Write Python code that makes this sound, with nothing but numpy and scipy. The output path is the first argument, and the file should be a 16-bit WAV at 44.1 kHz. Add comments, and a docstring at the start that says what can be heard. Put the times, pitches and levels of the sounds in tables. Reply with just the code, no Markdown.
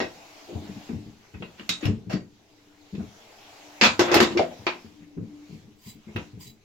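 """A steel wrench clicks, chatters and knocks on a water valve beside a wall and is laid down among other things.
Each contact is a burst of shaped noise, plus decaying tones of the steel and of the boards and pot it knocks.
All along, dull bumps boom through wall and floor as fading tones and resonant noise; near the end a hand turns
the valve, and gritty noise and thin tones scrape the thread. The echoes of a small hard room are in each blow's
dying away and wavering. Behind it all, a hush of shaped noise swells and sinks."""
import sys
import numpy as np
from scipy import signal
from scipy.fft import rfft, irfft, next_fast_len
from scipy.io import wavfile
from scipy.ndimage import uniform_filter1d, map_coordinates

SR = 44100
rng = np.random.default_rng(int(sys.argv[2]) if len(sys.argv) > 2 else 0)


def store_wav(level_fs):
    """Save 16-bit WAV to argv[1]."""
    pcm = np.round(np.clip(np.atleast_2d(level_fs), -1, 1) * 32767)
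    wavfile.write(sys.argv[1], SR, pcm.T.astype(np.int16))


N = 292824  # length [samples]

# A "ring time" is the time a sound takes to fall by 60 dB.
# Background hush, in two stretches: (time [s], hiss level [dB], low rush level [dB])
HUSH_LEVELS = [
    [(0.15, -51.5, -56.5), (0.76, -51, -56), (0.87, -51.5, -58), (0.98, -56.5, -61), (1.16, -59.5, -68),
     (1.4, -57.5, -73), (1.52, -57, -64), (1.79, -54, -61), (1.92, -60, -67), (2.04, -64, -71),
     (2.25, -64.5, -76.5), (2.77, -60.5, -70.5), (3.11, -54.5, -61.5), (3.78, -50.5, -53)],
    [(4.55, -52.5, -65), (4.69, -53, -58), (4.83, -55, -65), (4.97, -60.5, -74), (5.19, -65.5, -79),
     (5.41, -60.5, -70), (5.54, -55.5, -71.5), (5.67, -63, -80), (5.87, -67, -77), (6.2, -55.5, -71.5),
     (6.3, -60, -79), (6.38, -63, -73), (6.49, -68.5, -76), (6.64, -65.5, -79)],
]
# Wavering narrow hum, in two stretches: (time [s], level [dB])
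HUM_LEVELS = [
    [(0.15, -64), (0.33, -60), (0.59, -47), (1.28, -73.5), (2.07, -48), (2.31, -62.5), (3.0, -60),
     (3.33, -75.5), (3.65, -53.5), (3.78, -59)],
    [(4.6, -63.5), (4.72, -65), (4.91, -55), (5.35, -45), (5.57, -64.5), (5.71, -52), (5.88, -78.5),
     (6.3, -58), (6.5, -78.5), (6.64, -83)],
]
# Tone color of the hiss: (frequency [Hz], level [dB])
HISS_SPECTRUM = [(180, -24.5), (300, -11), (327, -9.5), (443, -6.5), (559, -12.5), (725, -11), (1030, -12),
                 (1780, -13), (2270, -10), (2820, -11.5), (6910, -16.5), (9500, -35.5), (12400, -62),
                 (20900, -120)]
# Tone color of the faint treble over the hiss: (frequency [Hz], level [dB])
AIR_SPECTRUM = [(4710, -25.5), (8000, -8.5), (9420, -13.5), (10900, -1), (15100, -5.5), (16200, -3),
                (16500, -44.5)]
# Tone color of the deep rumble: (frequency [Hz], level [dB])
RUMBLE_SPECTRUM = [(12, -47.5), (20, -17.5), (101, -7.5), (259, -32.5), (295, -15.5), (325, -14.5),
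                   (414, -15), (600, -39.5), (780, -71), (1320, -120)]
# How alike left and right are: (frequency [Hz], likeness [-1 to 1])
STEREO_LIKENESS = [(60, 0.78), (200, .9), (400, .75), (700, 0.62), (1400, 0.062), (4000, 0.14),
                   (12000, -0.048)]
# How the sound leans to one side: (frequency [Hz], left minus right [dB])
STEREO_LEAN = [(60, -0.5), (150, 2.5), (380, 4), (950, 3.5), (2380, 1.5), (5980, -3), (15000, 1)]
# Resonances of wall and floor: (frequency [Hz], width [Hz], level [dB])
WALL_RESONANCES = [(60, 39, -5), (97.4, 48, 0.5), (190, 26, -2), (221, 10, 4), (301.2, 14, -2),
                   (417, 49, -8.5)]
# Dull bumps: (time [s], strength [dB], pitch [Hz])
BUMP_EVENTS = [(0.002, -21, 240), (0.518, -28.5, 167), (0.547, -15.5, 89), (0.619, -29.5, 312),
               (0.688, -23.5, 194.4), (0.758, -26, 197), (0.892, -19.5, 236.5), (0.926, -14.5, 93),
               (1.056, -25.5, 115.4), (1.337, -22, 97), (1.4, -24, 180.5), (1.595, -32, 204),
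               (1.687, -25, 178), (1.826, -17.5, 307), (1.849, -5.5, 99.4), (1.878, -8, 98),
               (2.068, -21, 116), (2.133, -12, 187.4), (2.925, -19, 201), (2.976, -17, 189),
               (3.018, -39, 291), (3.82, -12, 224.4), (3.849, -14, 235), (4.146, -9, 333), (4.21, -11, 228),
               (4.301, -22, 218), (4.589, -30.5, 114), (4.841, -31, 221), (5.006, -36.5, 166.3),
               (5.166, -17.5, 157), (5.178, -18, 165.6), (5.219, -29, 160), (5.49, -33, 190),
               (5.522, -25.5, 160), (5.629, -36, 92.4), (5.669, -43.5, 200.6), (5.86, -28, 116),
               (5.948, -37, 202.5), (6.067, -28, 213), (6.149, -17, 99.3), (6.183, -36, 77),
               (6.33, -27.5, 115.5), (6.37, -32, 173), (6.456, -34.5, 127)]
# Resonances of the turning thread: (frequency [Hz], width [Hz], level [dB])
THREAD_RESONANCES = [(1000, 60, -9), (2120, 120, -4), (3100, 400, -2), (3990, 30, -9), (4850, 60, -1),
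                     (6650, 70, -6), (7600, 600, 2), (12300, 500, -2), (14900, 1500, 3)]
# Scraping turns: (time of full force [s], scrape level [dB], grip rise [dB per s], hold [s],
#                  whistle time [s], whistle level [dB])
SCRAPING_TURNS = [(5.875, -47, 232, 0.024, 5.878, -54), (6.411, -48.5, 900, 0.067, 6.462, -51.5)]
# Ringing tones of wrench and valve: (frequency [Hz], level [dB], ring time [s])
STEEL_MODES = [(1000, -3, .13), (1300, -3, .15), (1545, -3, .13), (1900, -2, .22), (2130, -3, .17),
               (2350, -2, .17), (2570, 0, .18), (2780, -3, .17), (3420, -2, .16), (3690, 0, .22),
               (3830, 0, .25), (3990, -2, .22), (4320, -2, .18), (4630, 0, .25), (4850, -4, .18),
               (5380, -1, .2), (6350, -5, .17), (6810, -4, .19)]
# Tones of the boards and pot that the blows knock: (frequency [Hz], level [dB], ring time before scaling [s])
BOARD_MODES = [(103, 2.5, .3), (169.6, -1, 0.92), (245.6, -1, 0.77), (289, -13.5, 0.13), (351.6, 6.5, 0.36),
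               (369, -1, .2), (417, 1, 0.08), (470.2, -6.5, 0.28), (508.5, -2.5, 0.37), (593.5, -3.5, 0.32),
               (646, -2, .3), (705, -2, 0.32), (757.5, -0.5, 0.18), (833, -3, 0.25), (945, -12.5, 0.39)]
# Tone color of the clatter: (frequency [Hz], level [dB])
CLATTER_SPECTRUM = [(240, -23.5), (400, -10), (482, -1), (1320, -9), (1650, -10.5), (2490, -12),
                    (3120, -11), (3610, -16), (7190, -16.5), (9500, -32), (12400, -86), (20900, -120)]
# Tone color of the clatter's highest part: (frequency [Hz], level [dB])
TOP_SPECTRUM = [(5000, -42.5), (8500, -4.5), (10300, -3), (12500, 1), (13600, -6), (15000, 2),
                (15900, -16.5), (16500, -28.5)]
# How fast the clatter dies at each pitch: (frequency [Hz], share of its ring time [ratio])
CLATTER_DYING = [(400, 1.1), (2000, 0.78), (6000, 0.68), (12000, 1.8)]
# Metal contacts: (time [s], strength [dB], strongest ring [Hz], ring level [dB], strongest knock [Hz],
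#                  knock level [dB], dull above [Hz], top level [dB], chatter [s]);
# ring, knock and top levels are relative to the strength
CONTACT_EVENTS = [ (0.002, -18, 1960, 2.5, 556, -3, 6260, -31, .004),
                  (0.012, -29, 5380, 3.5, 390, 8.5, 6900, -45, .005),
                  (0.03, -33.5, 2590, 8, 646, 7.5, 5000, -45, .005),
                  (0.48, -50, 1000, -10, 450, 23.5, 1500, -30, .05),
                  (0.55, -43, 1000, -10, 740, 9.5, 1500, -30, .02),
                  (0.89, -38, 1420, -6, 302, 5.5, 3030, -25, .006),
                  (1.341, -37, 2170, -14, 357, -7, 3430, -32, .006),
                  (1.423, -30, 2760, 4, 486, -2, 3850, -39, .003),
                  (1.576, -40.5, 3400, -3, 350, -17, 4940, -30, .02),
                  (1.596, -31, 2100, -13, 346, -11.5, 5000, -28, 0.0027),
                  (1.692, -11, 3780, 0, 603, -27.5, 9400, -18, .002),
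                  (1.808, -37, 6810, 1, 595, -5, 9260, -28, .005),
                  (1.824, -26, 2540, -3, 297, -9, 4930, -23, .03),
                  (1.854, -21, 2530, -13, 510, -7, 7600, -20.5, .006),
                  (2.096, -26, 2360, -9, 590, -0.5, 7050, -24, .04),
                  (2.128, -30.5, 4630, 0.5, 300, 2.5, 7200, -28, 0.013),
                  (2.15, -39.5, 1880, 6, 313, 5.5, 5000, -39, .01),
                  (2.95, -38, 3400, -10, 404, 0, 6000, -40, .004),
                  (2.99, -39.5, 1300, -16, 604, -0.5, 1800, -37, .02),
                  (3.8121, -2.5, 2470, -8, 450, -16, 6600, -40, .02),
                  (3.836, -3, 1280, -8.5, 578, -16, 6820, -29, .025),
                  (3.858, -14.5, 4240, 2, 600, -12, 7190, -35, .01),
                  (3.993, -7, 5900, -21, 400, -0.5, 7000, -24.5, .015),
                  (4.03, -22.5, 3280, 4, 830, -0.5, 4040, -23.5, .045),
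                  (4.081, -16.5, 1380, -8.5, 469, -3.5, 3970, -32.5, .03),
                  (4.1156, -10.5, 1370, -11, 406, 1, 7000, -31, .025),
                  (4.1424, -5.5, 4540, -28, 800, -4.5, 8000, -15, .01),
                  (4.165, -7.5, 2420, -6, 350, -1.5, 5120, -24.5, .008),
                  (4.203, -4, 1470, -8.5, 400, -5, 7330, -25, .007),
                  (4.2277, -12, 3500, -2, 341, -1, 7000, -19.5, .008),
                  (4.306, -27.5, 4320, -25, 356, 1.5, 6000, -38, .02),
                  (4.35, -30, 2500, -8, 356, 17, 1520, -35, 0.023),
                  (4.373, -15, 2250, 1.5, 350, -5.5, 6730, -41, 0.0087),
                  (4.3946, -25, 4320, -22, 567, 16.5, 5950, -34, .004),
                  (4.4192, -28, 1910, -9, 610, 9.5, 5000, -30, .008),
                  (4.51, -40, 2350, -10, 645, 9, 4000, -38, .01),
                  (4.667, -10, 2790, -32, 331, -10.5, 4860, -44, .006),
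                  (5.174, -47, 1325, -6, 396, 9.5, 2484, -25, 0.0023),
                  (6.076, -47.5, 2130, 8.5, 400, 8.5, 2980, -20, .02),
                  (6.161, -22.5, 2680, 0.5, 437, -4.5, 3930, -24, 0.004),
                  (6.165, -37, 3300, -7, 447, -13, 3600, -31, 0.004), ]

HUM_HZ = 295.9
AIR_DB = -15.5  # treble level relative to the hiss
REST_DB = -67.5  # rubbing level at rest
RUB_DB, RUB_GROWS, RUB_T60_S = -38, 0.85, 0.39  # level after a -20 dB bump; dB per dB of bump; ring time
BUMP_T60_S, BUMP_PAN_DB = .19, 1.5
EASE_DB_PER_S = 284.5  # how fast a scrape lets go
SING_HZ, SING_DB = 4830, -17  # thin tone on the scrape
WHISTLE_HZ, WHISTLE_HOLD_S, WHISTLE_T60_S = 3946, 0.04, .12
CONTACT_T60_S = 0.28
RISE_SHARE, RISE_PER_DB = 0.036, 0.4544  # rise per chatter time at 0 dB; dB of rise time per dB weaker
RING_ROUGH = 1.15  # how much a ring wavers before its level is considered
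BAND_LIMIT_HZ = 16350


def amp(db):
    """Turn decibels into a gain."""
    return 10 ** (np.asarray(db) / 20)


def unit(x):
    """Scale x to an average (rms) level of 1."""
    return x / np.sqrt(np.mean(x ** 2) + 1e-20)


def along(points, hz):
    """Read a table of (frequency, value) at hz, joining its points on a log frequency axis."""
    f, v = np.transpose(points)
    return np.interp(np.log(hz + 1), np.log(f + 1), v)


def curves(*tables):
    """Draw one value per sample for each column after the time."""
    s, *cols = np.transpose(np.concatenate(tables))
    return [np.interp(np.arange(N) / SR, s, c) for c in cols]


def wobble(rate):
    """A smooth random curve with rate random points a second."""
    points = rng.standard_normal(int(N * rate / SR) + 4)
    return map_coordinates(points, [np.arange(N) * rate / SR])


def filtered(x, response):
    """Multiply the spectrum of x by a response, which may shift phase as well as level."""
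    m = next_fast_len(x.shape[-1] + 1024)
    spectrum = rfft(x, m) * response(np.fft.rfftfreq(m, 1 / SR))
    return irfft(spectrum, m)[..., :x.shape[-1]]


def resonances(peaks):
    """The response of things that vibrate best at given (frequency, width, level) peaks."""
    def response(f):
        total = 0
        for k, (center, width, db) in enumerate(peaks):
            damping = 1j * f * width
            peak = damping / (center * center - f * f + damping + 1e-9)
            total = total + (-1) ** k * amp(db) * peak
        return total
    return response


def shaped(points):
    """Turn a (frequency, level) spectrum into a gain for each frequency."""
    return lambda hz: amp(along(points, hz))


def likeness_angle(hz):
    """The angle whose cosine is the likeness of left and right."""
    return np.arccos(np.clip(along(STEREO_LIKENESS, hz), -1, 1))


def noise(gain, size=N):
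    """Stereo noise of average level 1: a shared part plus a part with opposite signs left and right."""
    def split(hz):
        half = likeness_angle(hz) / 2
        return gain(hz) * [np.cos(half), np.sin(half)]
    mid, side = filtered(rng.standard_normal((2, size)), split)
    return unit(np.array([mid + side, mid - side]))


def patchy(x, depth_db):
    """Give x patches of random loudness in time and frequency."""
    z = signal.stft(x, nperseg=512)[2]
    field = rng.standard_normal(z.shape[1:])
    field = uniform_filter1d(field, size=8, axis=0)
    field = uniform_filter1d(field, size=12, axis=1)
    return unit(signal.istft(z * amp(depth_db * unit(field)), nperseg=512)[1][:, :N])


def add(out, s, sound, pan_db):
    """Lay a stereo sound in at time s; a positive pan leans left."""
    part = out[:, max(round(s * SR), 0):][:, :sound.shape[1]]
    part += sound[:, :part.shape[1]] * amp([[pan_db / 2], [-pan_db / 2]])


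def hush():
    """Noise shaped into a hiss, a treble that follows it, a low rush, a rumble and a wavering hum."""
    hiss_db, rush_db = curves(*HUSH_LEVELS)
    hiss = amp(hiss_db + 0.5 * wobble(6.6)) * patchy(noise(shaped(HISS_SPECTRUM)), depth_db=2)
    rush = amp(rush_db + 1.0 * wobble(22)) * noise(resonances([(630, 120, 0), (853, 200, -1.1)]))
    treble = amp(hiss_db + AIR_DB + 0.49 * wobble(29)) * noise(shaped(AIR_SPECTRUM))
    hum = amp(curves(*HUM_LEVELS)[0]) * noise(resonances([(HUM_HZ, 5, 0)]))
    rumble = amp(-65.5) * noise(shaped(RUMBLE_SPECTRUM))
    return hiss + rush + treble + hum + rumble


def handling():
    """The weight that settles after each bump rubs the wall, whose resonances sound in uneven lumps."""
    t = np.arange(N) / SR
    weight = amp(REST_DB)
    for s, db, _ in BUMP_EVENTS:
        onset = np.clip((t - s) / 0.01, 0, 1)
        weight = weight + onset * amp(RUB_DB + RUB_GROWS * (db + 20) - 60 * abs(t - s) / RUB_T60_S)
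    lumps = amp(0.61 * wobble(25))
    wall = lambda f: resonances(WALL_RESONANCES)(f) / (1 + (f / 480) ** 4)
    return weight * unit(lumps * noise(wall))


def bumps():
    """Soft pushes set wall and floor booming near each bump's pitch: a fading tone plus resonant noise."""
    out, t = np.zeros((2, N)), np.arange(SR // 3) / SR
    for s, db, hz in BUMP_EVENTS:
        lag = rng.normal(0, .12) * np.array([[1], [-1]])  # the tone is shifted oppositely left and right
        tone = np.sin(2 * np.pi * hz * t + lag)

        def near_pitch(f):
            not_above = 1 + (f / (2.0 * hz)) ** 4
            not_below = 1 + (.7 * hz / (f + 1)) ** 4
            return resonances(WALL_RESONANCES)(f) / not_above / not_below
        boom = noise(near_pitch, len(t))
        soft_start = 1 - np.exp(-(t / 0.0039) ** 2)
        fade = amp(db - 6.5 - 60 * t / BUMP_T60_S)
        add(out, s, fade * (tone + 0.61 * boom) * soft_start, BUMP_PAN_DB)
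    return out


def thread():
    """Grit under the turning hand excites the valve's resonances, each swelling by itself; the stem whistles."""
    out, t = np.zeros((2, N)), np.arange(N - SR, N) / SR  # only the last second
    vary = lambda rate: wobble(rate)[:SR]
    grit = amp(1.1 * vary(180))
    rub = 0
    for hz, width, db in THREAD_RESONANCES:
        rub = rub + amp(db + 3 * vary(33)) * noise(resonances([(hz, width, 0)]), SR)
    bright = lambda f: (f > 1800) / (1 + (f / 8000) ** 8) + .3 * (f > 10000)
    rub = unit(unit(rub) + .5 * noise(bright, SR))
    sing = amp(SING_DB + 1.8 * vary(50)) * np.sin(2 * np.pi * SING_HZ * t + 1.05 * vary(80))
    force, whistle_level = 0, 0
    for s, db, grip, hold, whistle_s, whistle_db in SCRAPING_TURNS:
        gripping = grip * np.maximum(s - t, 0)
        easing = EASE_DB_PER_S * np.maximum(t - s - hold, 0)
        force = force + amp(db - gripping - easing)
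        since = np.maximum(t - whistle_s, 0)
        fade = amp(whistle_db - 60 * np.maximum(since - WHISTLE_HOLD_S, 0) / WHISTLE_T60_S)
        whistle_level = whistle_level + fade * (1 - np.exp(-since / 0.0056))
    whistle = amp(1.5 * vary(40)) * np.sin(2 * np.pi * WHISTLE_HZ * t + 0.64 * vary(60))
    out[:, -SR:] = (grit * rub + sing) * force + whistle_level * whistle
    return out


def ringing(modes, near_hz, dull_hz, spread, t, stretch, rough):
    """Tones close to near_hz take most of a blow; echoes make each waver, mostly differently left and right."""
    hz, db, t60 = np.transpose(modes)[:, :, None]
    distance_db = np.minimum(spread * np.log2(hz / near_hz) ** 2, 17)
    gain = amp(db + rng.normal(0, 1.8, hz.shape) - distance_db) / (1 + (hz / dull_hz) ** 5)
    lag = likeness_angle(hz) * rng.choice([-.5, .5], hz.shape) * [[[1]], [[-1]]]
    # random points 1/150 s apart, joined by straight lines
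    tents = np.maximum(1 - abs(150 * t - np.arange(40)[:, None]), 0)
    knots = rng.standard_normal((2, 2, len(hz), 40))  # (phase or level, left or right, tone, point)
    knots[:, 1] = np.where(hz < 550, knots[:, 0], knots[:, 1])  # long waves waver alike on both sides
    turn, swell = knots @ tents * rough * np.minimum(t / .01, 1)
    fade = gain / np.linalg.norm(gain) * amp(3.5 * swell - 60 * t / (t60 * stretch))
    return np.sum(fade * np.sin(2 * np.pi * hz * t + lag + turn), 1)


def clattering(hz, knock_db, dull_hz, chatter, t):
    """A noise burst colored by the steel, damped by the contact; after the chatter each pitch dies by itself."""
    damped = [(mode, .06 * mode, level + rng.normal(0, 4)) for mode, level, _ in STEEL_MODES]
    blurred = resonances(damped)
    thin_hz = 300 * amp(-.55 * knock_db)  # a blow that spares the boards has little bass

    def tint(f):
        near = 1 + 0.36 * np.exp(-3 * np.log2((f + 1) / hz) ** 2)
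        steel = .7 + abs(blurred(f))
        dull = 1 + (f / dull_hz) ** 5
        thin = 1 + (thin_hz / (f + 1)) ** 3
        return shaped(CLATTER_SPECTRUM)(f) * near * steel / dull / thin
    f, frames, z = signal.stft(noise(tint, len(t)), SR, nperseg=128)
    t60 = CONTACT_T60_S * along(CLATTER_DYING, f)[:, None]
    z = z * amp(-60 * np.maximum(frames - chatter, 0) / t60)
    return signal.istft(z, SR, nperseg=128)[1][:, :len(t)]


def contacts():
    """Each blow cracks, chatters, rings the steel, knocks the boards and dies in the room."""
    out, t = np.zeros((2, N)), np.arange(SR // 4) / SR
    for s, db, hz, ring_db, knock_hz, knock_db, dull_hz, top_db, chatter in CONTACT_EVENTS:
        clatter = clattering(hz, knock_db, dull_hz, chatter, t)
        crack = 1 + 2.3 * amp(-60 * t / 0.0093)  # the direct sound stands over its echoes
        after = np.maximum(t - chatter, 0)
        top = amp(top_db - 60 * after / 0.094) * noise(shaped(TOP_SPECTRUM), len(t))
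        top = top * amp([[3], [-3]])  # leans left
        held = amp(45 * (t - after) / CONTACT_T60_S)  # the chatter keeps the tones fed
        rough = RING_ROUGH * np.clip(1 - .02 * ring_db, .6, 1.4)  # a free ring is purer
        ring = amp(ring_db) * ringing(STEEL_MODES, hz, dull_hz, 500, t, stretch=1, rough=rough)
        knock = ringing(BOARD_MODES, knock_hz, dull_hz, 35, t, stretch=0.9, rough=0.88)
        knock = amp(knock_db + 3) * knock * (1 + 1.28 * amp(-60 * t / 0.17))
        rise = RISE_SHARE * chatter * amp(-RISE_PER_DB * db)  # a weaker blow rises slower
        envelope = (1 - np.exp(-t / rise)) * (1 - (t / t[-1]) ** 6)
        blow = crack * (clatter + top) + held * (ring + knock)
        add(out, s, amp(db - 12.0) * blow * envelope, pan_db=-1)
    return out


def scene():
    """All sources together, left and right."""
    return hush() + handling() + bumps() + thread() + contacts()


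def record(dry):
    """Deep bass is lost, the sides lean apart by pitch, peaks round off and the extreme treble is cut."""
    def sides(hz):
        lean = amp(.5 * along(STEREO_LEAN, hz) * [[1], [-1]])
        return lean * (1j * hz / (1j * hz + 48)) ** 3
    deep_noise = amp(-70.5) * noise(lambda hz: 1 / (1 + (hz / 35) ** 4))
    x = filtered(dry, sides) + deep_noise
    x = x / (1 + np.abs(x / .95) ** 6) ** (1 / 6)  # round off the peaks
    return filtered(x, lambda hz: 1 / (1 + (hz / BAND_LIMIT_HZ) ** 200))


dry = scene()
out = record(dry)
store_wav(out)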